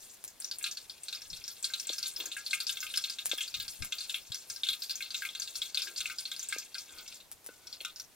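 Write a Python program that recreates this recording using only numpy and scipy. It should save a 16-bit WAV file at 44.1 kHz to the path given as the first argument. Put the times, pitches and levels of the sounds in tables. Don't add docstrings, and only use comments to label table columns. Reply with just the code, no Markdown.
import sys
import numpy as np
from scipy import signal
from scipy.fft import rfft, irfft
from scipy.io import wavfile
from scipy.ndimage import uniform_filter1d, map_coordinates

SR = 44100
rng = np.random.default_rng(int(sys.argv[2]) if len(sys.argv) > 2 else 0)


def transcribe(u):
    v = np.clip(np.atleast_2d(u).T, -1, 1)
    q = np.round(v * 32767).astype(np.int16)
    wavfile.write(sys.argv[1], SR, q)


N = 359415
PLACES = 6
EDGE_HZ = 16000
AIR_DB, WIND_DB = -61.5, -77
KNOCK_T60_S = 0.014

# (time [s], level [dB], pitch [Hz])
BURSTS_AND_RING = [(0.2778, -33, 6800), (0.401, -26, 8870), (0.42, -34, 5250), (0.4444, -23.5, 5780),
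                   (0.5127, -23, 4720), (0.585, -27, 9300), (0.61, -36.5, 2470), (0.627, -25.5, 8070),
                   (0.6413, -20.5, 4160), (0.6624, -21.5, 3350), (0.7125, -24, 6000), (0.7713, -27.5, 4680),
                   (0.897, -32, 4600), (1.0336, -28, 8340), (1.0834, -27, 4330), (1.1273, -25.5, 3970),
                   (1.1493, -26, 5140), (1.2184, -32, 5570), (1.302, -32.5, 5500), (1.3305, -31, 3860),
                   (1.369, -34, 5300), (1.4399, -28.5, 5250), (1.479, -23.5, 5700), (1.627, -25, 7900),
                   (1.6432, -19, 4450), (1.7, -29, 1800), (1.7368, -21, 4130), (1.798, -25, 5620),
                   (1.87, -26.5, 7700), (1.8921, -21.5, 3850), (1.925, -37, 1680), (1.932, -25, 5750),
                   (1.9823, -22, 5320), (2.0286, -22, 4600), (2.0583, -25, 4170), (2.068, -27, 7040),
                   (2.1628, -27, 5170), (2.2014, -26, 3600), (2.2575, -26, 6750), (2.316, -24.5, 3600),
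                   (2.366, -21, 1980), (2.4628, -23.5, 4570), (2.5095, -25.5, 4250), (2.5311, -17.5, 2420),
                   (2.6029, -22.5, 4600), (2.6679, -20, 4930), (2.693, -20.5, 3700), (2.7703, -28, 3550),
                   (2.8046, -25.5, 6570), (2.828, -23, 1600), (2.8658, -29, 3130), (2.8999, -30.5, 3750),
                   (2.9393, -24, 3260), (2.9592, -25.5, 5270), (2.9739, -19.5, 5060), (3.039, -22.5, 3940),
                   (3.0978, -23, 5020), (3.1859, -23.5, 3620), (3.2945, -29, 6340), (3.3142, -19.5, 3580),
                   (3.382, -26.5, 3240), (3.4067, -21, 3230), (3.478, -29, 4630), (3.5413, -21, 3780),
                   (3.6004, -23.5, 4050), (3.68, -25, 5000), (3.8226, -29, 2640), (3.9226, -22.5, 3560),
                   (3.9838, -26, 4650), (4.007, -24, 4300), (4.0957, -25, 3650), (4.143, -20.5, 3370),
                   (4.3196, -27, 4020), (4.3451, -24, 5570), (4.4998, -24, 5600), (4.5616, -28.5, 5140),
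                   (4.6339, -17, 3740), (4.6684, -27, 3870), (4.6874, -16.5, 3900), (4.731, -26.5, 3900),
                   (4.8207, -23, 4860), (4.8958, -23, 4340), (4.9077, -21.5, 4900), (4.9555, -24.5, 6560),
                   (5.005, -25, 2450), (5.0235, -28, 4000), (5.1053, -27.5, 4660), (5.1444, -20.5, 3770),
                   (5.221, -22.5, 2130), (5.2505, -24.5, 2440), (5.2892, -31, 3500), (5.3501, -29, 3800),
                   (5.3985, -25.5, 6500), (5.4201, -22, 4670), (5.475, -29.5, 4070), (5.5552, -23.5, 5170),
                   (5.6176, -22, 3650), (5.7456, -21.5, 4700), (5.7731, -17, 3730), (5.8197, -20.5, 5100),
                   (5.8715, -26.5, 2100), (5.9613, -27.5, 4720), (5.9798, -26.5, 4800), (6.005, -26, 3860),
                   (6.0556, -25.5, 2680), (6.099, -21, 2050), (6.1851, -22.5, 5120), (6.2537, -25.5, 4240),
                   (6.316, -27, 3820), (6.3633, -31, 5000), (6.3942, -26.5, 6200), (6.428, -26.5, 7100),
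                   (6.487, -23, 8000), (6.525, -21, 2180), (6.5847, -24.5, 6350), (6.7442, -28.5, 4730),
                   (6.752, -30, 1930), (6.782, -26.5, 5140), (6.8913, -41, 3700), (6.9846, -35, 4740),
                   (7.0782, -34.5, 5900), (7.1259, -47, 5170), (7.1438, -40, 7400), (7.2025, -40, 3900),
                   (7.488, -34, 1820), (7.67, -31.5, 5430), (7.7276, -30.5, 4600), (7.8044, -32.5, 3240),
                   (7.8485, -27, 1440), (7.8493, -24, 3540), (7.96, -30.5, 5580), (7.998, -27, 5700)]
# (time [s], level [dB])
SNAPS_AND_BRIGHT_POP = [(0.2409, -28.5), (3.258, -19), (3.3782, -31), (3.8486, -27.5), (7.316, -31.5),
                        (7.445, -43), (7.4634, -31), (7.812, -35.5)]
# (time [s], level [dB], pitch [Hz])
KNOCKS = [(1.9, -33.5, 527), (3.333, -30, 520), (6.563, -35, 467), (7.49, -36.5, 477),
          (7.812, -45, 600)]
# (time [s], level [dB])
SIZZLE_LEVEL = [(0.0, -39), (.35, -53), (.6, -46), (1.82, -40.5), (3.3, -39), (4.42, -42.5), (5.0, -41),
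                (5.92, -39.5), (6.6, -42.5), (7.15, -40.5), (7.3, -63.5), (7.7, -47.5), (8.15, -58.5)]
# (pitch [Hz], level [dB])
SIZZLE_COLOUR = [(2600, 0.5), (8000, 0.5), (15000, -13)]
# (pitch [Hz], level [dB], time to fall by 60 dB [s])
WOK_LOW_MODES = [(1238, -9.5, 0.19), (1374, -8, 0.15), (2089, -12.5, 0.087), (2203, -11, 0.092),
                 (2440, -5.5, 0.059), (2683, -4, 0.039)]
# (pitch [Hz], level [dB])
WOK_UPPER_MODES = [(2800, -21.5), (3600, -16), (8000, -22), (15000, -20.5)]
# (time [s], pitch [Hz])
LOADED_PITCH = [(.4, 1670), (1.5, 1582), (2.4, 1626), (5.201, 1610), (6.6, 1613), (7.0, 1534), (7.86, 1505)]
# (frequency [Hz], level [dB per Hz])
AIR_COLOUR = [(35, -15), (60, 2.5), (398, 5.5), (732, 5), (1600, 0.5), (14200, -2), (16000, -10)]
# (middle [s], length [s], level in wood [dB], level in wok [dB])
SCRAPES_AND_TONE = [(2.232, 0.15, -52, -65.5), (5.877, 0.31, -64, -86), (6.967, 0.24, -65.5, -68),
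                    (7.68, 0.23, -70.5, -75.5)]
# (middle [s], length [s], level [dB])
WIND_GUSTS = [(1.33, 0.26, -63), (3.63, 0.19, -60.5), (3.83, 0.12, -52.5), (4.31, 0.045, -52.5)]


def amp(db):
    return 10 ** (np.asarray(db) / 20)


def evened(x):
    return x / np.sqrt(np.mean(x ** 2) + 1e-20)


def read(table, hz):
    f, value = np.transpose(table)
    return np.interp(np.log(hz + 1), np.log(f + 1), value)


def curve(rows):
    s, db = np.transpose(rows)
    return amp(np.interp(np.arange(N) / SR, s, db))


def swell(rows):
    t = np.arange(N) / SR
    return sum(amp(db) * np.exp(-8 * ((t - s) / length) ** 2) for s, length, db in rows)


def coloured(x, spectrum):
    hz = np.fft.rfftfreq(x.shape[-1], 1 / SR)
    return irfft(rfft(x) * amp(read(spectrum, hz)), x.shape[-1])


def thin(x, hz):
    return signal.sosfilt(signal.butter(4, hz, "high", fs=SR, output="sos"), x)


def add(mix, s, sound):
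    part = mix[round(s * SR):][:len(sound)]
    part += sound[:len(part)]


def ring(t, hz, t60):
    return amp(-60 * t / t60) * np.sin(2 * np.pi * hz * t)


def clicks(count, per_s, spread_db):
    size = amp(spread_db * np.minimum(rng.exponential(1, count), 4))
    sign = rng.choice([-1., 1.], count)
    return size * sign * (rng.random(count) < per_s / SR)


def air():
    a, b = rng.standard_normal((2, N))
    partly_alike = np.array([a, 0.47 * a + 0.84 * b])
    hiss = amp(AIR_DB) * evened(coloured(partly_alike, AIR_COLOUR))
    lumps = amp(5.4 * evened(uniform_filter1d(rng.standard_normal((2, N)), 2000)))
    low = signal.butter(2, 110, fs=SR, output="sos")
    wind = evened(signal.sosfilt(low, lumps * rng.standard_normal((2, N))))
    strength = amp(WIND_DB) + swell(WIND_GUSTS)
    return hiss + strength * wind * amp([[4], [-1]])


def fire():
    out, t = np.zeros(N), np.arange(2000) / SR
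    for s, db in SNAPS_AND_BRIGHT_POP:
        crack = 4.4 * ring(t, 11600, 0.00084)
        noise = np.diff(rng.standard_normal(len(t) + 1))
        fade_s = np.where(t < .006, .02, .07)
        burst = noise * amp(-9.5 - 60 * abs(t - .006) / fade_s)
        add(out, s, amp(db) * (crack + burst))
    return out


def spoon():
    out, t = np.zeros(N), np.arange(4000) / SR
    for s, db, hz in KNOCKS:
        main = ring(t, hz, KNOCK_T60_S)
        lower = 0.29 * ring(t, 0.65 * hz, 2 * KNOCK_T60_S)
        add(out, s, amp(db) * (main + lower))
    slips = evened(clicks(N, per_s=400, spread_db=0.5))
    slips = slips * swell([row[:3] for row in SCRAPES_AND_TONE])
    wood = ring(t, 504, 0.0093) + 0.21 * ring(t, 365, 0.081) + 0.7 * ring(t, 990, 0.0076)
    return out + signal.oaconvolve(slips, wood / np.linalg.norm(wood))[:N]


def rasp():
    slips = clicks(N, per_s=1800, spread_db=5.5)
    dull = signal.sosfilt(signal.butter(1, 1700, fs=SR, output="sos"), slips)
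    return evened(dull) * swell([(s, length, db) for s, length, _, db in SCRAPES_AND_TONE])


def steam(crackle, db=-54.5, hold_s=0.0081):
    keep = np.exp(-1 / (hold_s * SR))
    power = (crackle ** 2).mean(0)
    level = signal.lfilter([1 - keep], [1, -keep], power) ** 0.37
    grains = amp(4.5 * evened(uniform_filter1d(rng.standard_normal(N), size=260)))
    noise = thin(rng.standard_normal((2, N)), 1600) * amp([[1], [-1]])
    return amp(db) * evened(level * grains * noise)


def loaded(blows, ring_db=-25, t60=0.1):
    out, r = 0, amp(-60 / t60 / SR)
    pitch = np.interp(np.arange(N) / SR, *np.transpose(LOADED_PITCH))
    for ratio in (1, 0.96):
        slosh = 1 + 0.02 * evened(uniform_filter1d(rng.standard_normal(N), size=5000))
        turn = np.exp(2j * np.pi * np.cumsum(ratio * slosh * pitch) / SR)
        drive = amp(rng.normal(2, 3, PLACES)) @ blows
        out = out + (turn * signal.lfilter([1], [1, -r], drive / turn)).imag
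    return amp(ring_db) * out


def wok(blows, ring_db=-22.5):
    t = np.arange(4500)[:, None] / SR
    top_hz = rng.uniform(2800, 15800, size=600)
    twins = [(f * 1.01, db, t60) for f, db, t60 in WOK_LOW_MODES]
    low_hz, low_db, low_t60 = np.transpose(WOK_LOW_MODES + twins)
    hz = np.r_[low_hz, top_hz]
    db = np.r_[low_db, read(WOK_UPPER_MODES, top_hz)]
    t60 = np.r_[low_t60, .07 * (3500 / top_hz) ** .3]
    turning = np.exp(db * np.log(10) / 20 + (2j * np.pi * hz - np.log(1000) / t60) * t)
    chance = rng.standard_normal((3, PLACES, len(hz)))
    share = amp(3.5 * chance[0]) * np.sign(chance[1])
    skew = np.exp(1j * chance[2] * hz / 6000)
    both = np.array([turning @ (share * skew).T, turning @ share.T])
    response = amp(ring_db) * both.imag.transpose(0, 2, 1)
    response[:, :, 0] += 1.15
    return signal.oaconvolve(blows[None], response, axes=2).sum(1)[:, :N]


def bubbles(at, hz, gain, t60, count):
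    t = np.arange(160)[:, None] / SR
    start = np.minimum(t * hz / 1.6, 1)
    sound = gain * ring(t, hz, t60 * np.minimum(hz / 2600, 1) ** 2) * start
    when = at + np.arange(len(t))[:, None]
    return np.bincount(when.ravel(), sound.ravel(), count + len(t))[:count]


def pop(db, hz, count=24):
    t = np.arange(30) / SR
    late, size, loud = rng.random((count, 3)).T
    late = late ** 1.5 * 2400
    gain = amp(-11.5 + 13.3 * (loud - 1.0) - 60 * late / SR / 0.44)
    pitch = hz * np.exp(0.84 * (size - .5) * (1 - late / late.max()))
    pitch = np.minimum(pitch, .36 * SR)
    at = np.r_[0, late.astype(int)]
    sound = bubbles(at, np.r_[hz, pitch], np.r_[1, gain], 0.004, count=2600)
    tick = amp(rng.normal(-5.0, 4.2)) * ring(t, 1.84 * hz, 0.00084)
    sound[:len(t)] += tick
    return amp(db) * sound


def oil(count=40000):
    out, flare, t = np.zeros((PLACES, N)), np.zeros(N), np.arange(5000) / SR
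    for k, (s, db, hz) in enumerate(BURSTS_AND_RING):
        add(out[k % PLACES], s, pop(db, hz))
        add(flare, s, amp(1.1 * (db + 22.5) - 60 * t / 0.23))
    when, size, loud = rng.random((count, 3)).T
    at = (when * N).astype(int)
    hz = 2400 + size * (15800 - 2400)
    patches = uniform_filter1d(rng.standard_normal((N // 220 + 1, 32)), size=9)
    patches = evened(signal.lfilter([1], [1, -0.8], patches, axis=0))
    clumps = map_coordinates(patches, [at / 220, size * 31], order=1) * (0.4 + 0.6 * size)
    gain = evened(amp(7.0 * clumps - 5.0 * np.log(np.maximum(loud, .03))))
    strength = curve(SIZZLE_LEVEL) * (0.49 + flare)
    gain = gain * strength[at] * amp(read(SIZZLE_COLOUR, hz))
    for k in range(PLACES):
        mine = slice(k, None, PLACES)
        out[k] += bubbles(at[mine], hz[mine], gain[mine], 0.0014, count=N)
    return out


def microphones(x, lag_s=3.3e-5):
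    hz = np.fft.rfftfreq(N, 1 / SR)
    delay = np.exp(-2j * np.pi * hz * np.array([[lag_s], [0]]))
    return irfft(rfft(x) * delay, N) * amp([[1.1], [-1.1]])


def scene():
    blows = oil()
    blows[0] += rasp()
    crackle = thin(wok(blows) + loaded(blows), 1567)
    near = crackle + thin(fire(), 390) + thin(spoon(), 300)
    return microphones(near) + steam(crackle) + air()


def record(dry):
    band = signal.firwin(255, EDGE_HZ, window=("kaiser", 9), fs=SR)
    return signal.oaconvolve(dry, band[None], "same")


dry = scene()
out = record(dry)
transcribe(out)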